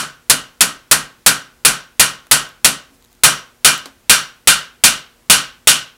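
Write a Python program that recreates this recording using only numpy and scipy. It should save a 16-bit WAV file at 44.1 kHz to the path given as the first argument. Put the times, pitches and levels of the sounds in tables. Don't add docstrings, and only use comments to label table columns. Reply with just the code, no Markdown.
import sys
import numpy as np
from scipy import signal
from scipy.io import wavfile

SR = 44100
rng = np.random.default_rng(int(sys.argv[2]) if len(sys.argv) > 2 else 0)


def rack_gain(trim_db):
    fader = np.asarray(trim_db, float)
    return 10 ** (fader / 20)


def dump_mix(stems):
    frames = np.atleast_2d(stems).T
    limited = np.clip(frames, -1, 1)
    pcm = np.round(limited * 32767).astype(np.int16)
    wavfile.write(sys.argv[1], SR, pcm)


N = 263256
TAIL = SR // 2


def at_hz(points, hz):
    points = np.array(points)
    return np.interp(np.log(hz), np.log(points[:, 0]), points[:, 1])


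def rms_one(x):
    return x / np.sqrt(np.mean(x ** 2) + 1e-20)


def dying(t60_s):
    return rack_gain(-60 * np.arange(TAIL) / SR / t60_s)


def bandpass(x, order, low_hz, high_hz):
    return signal.sosfilt(signal.butter(order, [low_hz, high_hz], "band", fs=SR, output="sos"), x)


def third_octaves(white):
    edges_hz = 20.7 * 2 ** np.arange(0, 9.7, 1 / 3)
    for k, (low_hz, high_hz) in enumerate(zip(edges_hz, edges_hz[1:])):
        yield np.sqrt(low_hz * high_hz), bandpass(white[k % 2], 2, low_hz, high_hz)


def add(out, start_s, sound):
    at = round(start_s * SR)
    piece = sound[max(-at, 0):N - at]
    first = max(at, 0)
    out[first:first + len(piece)] += piece


def resonate(x, hz, width_hz):
    r = np.exp(-np.pi * width_hz / SR)
    struck = x * np.sqrt(2 * (1 - r * r))
    struck[:, 0] = np.sign(x[:, 0])
    return signal.lfilter([1, 0, -1], [1, -2 * r * np.cos(2 * np.pi * hz / SR), r * r], struck) / 2


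def blows():
    # start in s, force in dB, free ring in dB as the grip loosens, dry clatter in dB,
    # main ring left by the fingers in dB.
    blow_rows = [(.2978, -3, .5, 8.5, -2.2), (.6075, -3.5, 1.5, 6.5, -1.5), (.9126, -0.5, 0, 6.5, -1.5),
                 (1.2626, 0.1, 2, 6, 1.7), (1.6496, 0.9, 2, -2, -1.2), (1.9961, 0, 3.5, 2, -0.5),
                 (2.3126, 1, 1.9, 2, -0.3), (2.6456, -1, 1.5, 5, -8), (3.2354, 4.5, 1, 2.5, 0.5),
                 (3.6467, 2.5, 4, -1.5, 0.7), (4.0958, 2, 5.5, 1.5, 1.2), (4.4734, 1.2, 6.5, -3.5, 1.5),
                 (4.8378, 2.2, 5.5, 1, -3.5), (5.2985, 3, 6.5, -7.5, 0.3), (5.6725, 1.9, 7, -3, -1.3)]
    earlier_blow = (0.0546, -1.3, 1.2, 2.4, 0)
    # frequency in Hz, level in dB, t60 in s.
    crack = (2700, 4.6, 0.0011)
    # frequency in Hz, level at rest in dB,
    # dB per dB of force, dB per dB of free ring.
    answer = [(220, 4, 0.44, -0.36), (1350, -0.17, 1.03, -0.12), (3000, -0.55, 0.95, 1.09),
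              (9000, 0.86, 0.91, 0.52)]
    # frequency in Hz, level in dB per Hz.
    room_colour = [(24, -45.5), (40, 1.5), (91, -35.5), (140, -0.5), (269, -14), (340, -11), (600, -6),
                   (990, -10.5), (1300, -5.5), (2100, -8.5), (2980, -6.5), (5180, -6.5), (9940, 4.5),
                   (13800, -15.5), (16000, -43.5)]
    dry_colour = [(24, -43.5), (40, -38.5), (209, -31), (529, -15), (1210, 2.5), (2100, 3.5), (2380, -1),
                  (2700, -4), (4030, 4.5), (5050, 0.5), (9940, 4), (13400, -9), (16000, -100)]
    # frequency in Hz, t60 in s.
    room_t60 = [(60, .35), (160, 0.34), (420, 0.35), (1100, 0.37), (2900, 0.37), (6000, 0.26),
                (10000, 0.18), (12500, .17), (15000, .13)]
    dry_t60 = [(100, 0.022), (1500, 0.07), (5000, 0.068), (10000, 0.044), (15000, 0.094)]
    # frequency in Hz, share 0-1.
    same_room = [(300, .5), (700, .7), (1500, .85), (3000, .68), (6000, .45), (10000, .35)]
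    mode_hz = [143, 225, 270, 1098, 1268, 1290, 1418, 1490, 1560, 1860, 2020, 2390, 2636, 2797, 2920, 3140,
               3546, 4020, 4340, 5685, 8115, 9500, 10280]
    # width in Hz, level in dB, t60 as a share of the room's.
    mode_ring = [(45, -2.5, 0.92), (30, 3, 0.66), (25.4, 1, 0.96), (50, 0.96, 1.1), (25, 12, 0.55),
                 (110, 13.5, 0.94), (95, 10, 1), (44.4, 10.5, 1.01), (93, 16, 0.85), (50, 7.1, 0.84),
                 (70, 2, 0.78), (78, 19.5, 0.56), (50, 10, 0.51), (45, 12.5, 0.65), (260, 13.5, 0.8),
                 (90, 10.9, 0.53), (70, 10, 0.65), (90, 11, .7), (130, 8.5, 0.92), (160, 9.5, 1.1),
                 (150, 4.8, 0.48), (890, 5.2, 0.35), (60, 21, 0.4)]
    main_ring_hz = (1350, 1700)
    room_db, ring_db, spread_db = -3.0, -34.0, 2.0
    buildup_s, rise_s = 0.0023, 0.00013
    clean_db, clean_width_hz = -5.5, 75
    longest_ring = 1.1

    table = np.array([earlier_blow] + list(blow_rows))
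    table[0, 0] *= -1
    force_db, free_db, clatter_db, grip_db = table[:, 1:, None].transpose(1, 0, 2)
    curves = np.array(answer)

    def colour_db(hz):
        rest, per_force, per_free = [at_hz(curves[:, [0, k]], hz) for k in (1, 2, 3)]
        return rest + per_force * force_db + per_free * free_db

    def mixed(x, hz):
        share = at_hz(same_room, hz)
        return np.sqrt(share) * x[:1] + np.sqrt(1 - share) * x[1:]

    t = np.arange(TAIL) / SR
    white = rng.standard_normal((len(table) + 1, 2, TAIL)).transpose(1, 0, 2)
    crack_hz, crack_db, crack_t60_s = crack
    push = np.sin(2 * np.pi * crack_hz * t) * dying(crack_t60_s)
    sound = rack_gain(crack_db + colour_db(crack_hz)) * push
    for hz, band in third_octaves(white):
        room = rack_gain(room_db + at_hz(room_colour, hz)) * dying(at_hz(room_t60, hz))
        room = room * (1 - np.exp(-t / buildup_s))
        clatter = rack_gain(at_hz(dry_colour, hz) + clatter_db) * dying(at_hz(dry_t60, hz))
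        clatter = clatter * (1 - np.exp(-t / rise_s))
        sound = sound + rack_gain(colour_db(hz)) * mixed(band, hz) * (room + clatter)

    luck = rng.standard_normal((len(table), len(mode_hz)))
    for k, (hz, (width_hz, level_db, share)) in enumerate(zip(mode_hz, mode_ring)):
        fingers_db = grip_db * (main_ring_hz[0] < hz < main_ring_hz[1])
        strength_db = ring_db + level_db + colour_db(hz) + fingers_db + spread_db * luck[:, k:k + 1]
        reflections = mixed(white[k % 2, :, ::-1], hz)
        ring = resonate(reflections, hz, max(width_hz, hz / 60))
        if width_hz < clean_width_hz:
            line = np.sqrt(2) * np.sin(2 * np.pi * hz * t + k)
            ring = rack_gain(-1.0) * ring + rack_gain(clean_db) * line
        decay = dying(min(share, longest_ring) * at_hz(room_t60, hz))
        sound = sound + rack_gain(strength_db) * ring * decay

    out = np.zeros(N)
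    for start_s, blow in zip(table[:, 0], sound):
        add(out, start_s, rack_gain(1.5) * blow)
    return out


def background():
    # frequency in Hz, level in dB per Hz.
    hiss_colour = [(20, -12), (40, -1), (120, -10), (270, -11.5), (530, -15), (1000, -15.5), (2000, -19),
                   (4000, -22), (8000, -23.5), (16000, -28)]
    # frequency in Hz, level in dB rms.
    hum_lines = [(120, -72), (240, -66), (360, -71), (480, -72)]
    # time in s, level in dB.
    rustle = [
        (2.88, -75),
        (2.92, -70),
        (2.95, -56.5),
        (2.98, -76),
    ]
    hiss_db = -55
    t = np.arange(N) / SR
    bands = third_octaves(rng.standard_normal((2, N)))
    hiss = sum(rack_gain(at_hz(hiss_colour, hz)) * band for hz, band in bands)
    hum = sum(np.sqrt(2) * rack_gain(level_db) * np.sin(2 * np.pi * hz * t) for hz, level_db in hum_lines)
    cloth = rms_one(bandpass(rng.standard_normal(N), 2, 4000, 13000))
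    rustle_db = np.interp(t, *np.transpose(rustle))
    return rack_gain(hiss_db) * rms_one(hiss) + hum + rack_gain(rustle_db) * cloth


def ticks():
    # start in s, peak in dB, brightness in dB per octave.
    light_ticks = [
        (2.49, -41, -1),
        (3.0248, -47, -2),
        (3.043, -43, -6),
        (3.0478, -45, -1),
        (3.058, -49.5, -5),
        (3.118, -46.5, -4),
        (3.1288, -53, 6),
        (3.15, -53.5, 4),
        (3.857, -37, -6),
    ]
    # start in s, peak in dB, brightness in dB per octave, t60 in s,
    # dull knock in dB.
    drops = [
        (2.2687, -48, 2, 0.011, 10),
        (3.8574, -26.5, -27, 0.024, 0),
        (3.864, -47, -17, 0.16, 9),
    ]
    # centre in Hz, width in Hz, level in dB.
    piece_bands = [(3900, 900, -1), (6600, 1400, 0), (10000, 1800, -3), (13000, 1500, -8)]
    tick_t60_s, tick_knock_db = 0.0065, -21
    rows = [(*row, tick_t60_s, tick_knock_db) for row in light_ticks] + list(drops)
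    out = np.zeros(N)
    for start_s, peak_db, bright_db, t60_s, knock_db in rows:
        burst = rng.standard_normal(TAIL) * dying(t60_s)
        sound = rack_gain(knock_db) * bandpass(burst, 1, 500, 1500)
        for hz, width_hz, level_db in piece_bands:
            band = bandpass(burst, 1, hz - width_hz / 2, hz + width_hz / 2)
            sound += rack_gain(level_db + bright_db * np.log2(hz / 4000)) * band
        add(out, start_s, rack_gain(peak_db + 11.5) * sound)
    return out


def knocks():
    # start in s, level in dB.
    bumps = [
        (2.271, -57),
        (2.904, -52.5),
        (2.918, -49),
        (3.01, -57),
        (3.86, -39.5),
    ]
    t = np.arange(TAIL) / SR
    modes = np.sin(2 * np.pi * 272 * t) + 0.3 * np.sin(2 * np.pi * 225 * t)
    thud = modes * dying(0.25) * (1 - np.exp(-t / 0.0028))
    out = np.zeros(N)
    for start_s, level_db in bumps:
        add(out, start_s, rack_gain(level_db) * thud)
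    return out


def glitch():
    spike = (3.779, -7)
    out = np.zeros(N)
    out[round(spike[0] * SR)] = -rack_gain(spike[1])
    return out


def scene():
    return (blows() + background() + ticks() + knocks() + glitch())[None]


def low_pass(x):
    return signal.sosfilt(signal.butter(12, 16190, fs=SR, output="sos"), x)


def record(dry):
    ceiling, knee, cutoff_hz = 0.87, 8.0, 16150
    clipped = dry / (1 + np.abs(dry / ceiling) ** knee) ** (1 / knee)
    lowpass = signal.cheby2(14, 30, cutoff_hz, fs=SR, output="sos")
    return low_pass(signal.sosfiltfilt(lowpass, clipped))


dry = scene()
out = record(dry)
dump_mix(out)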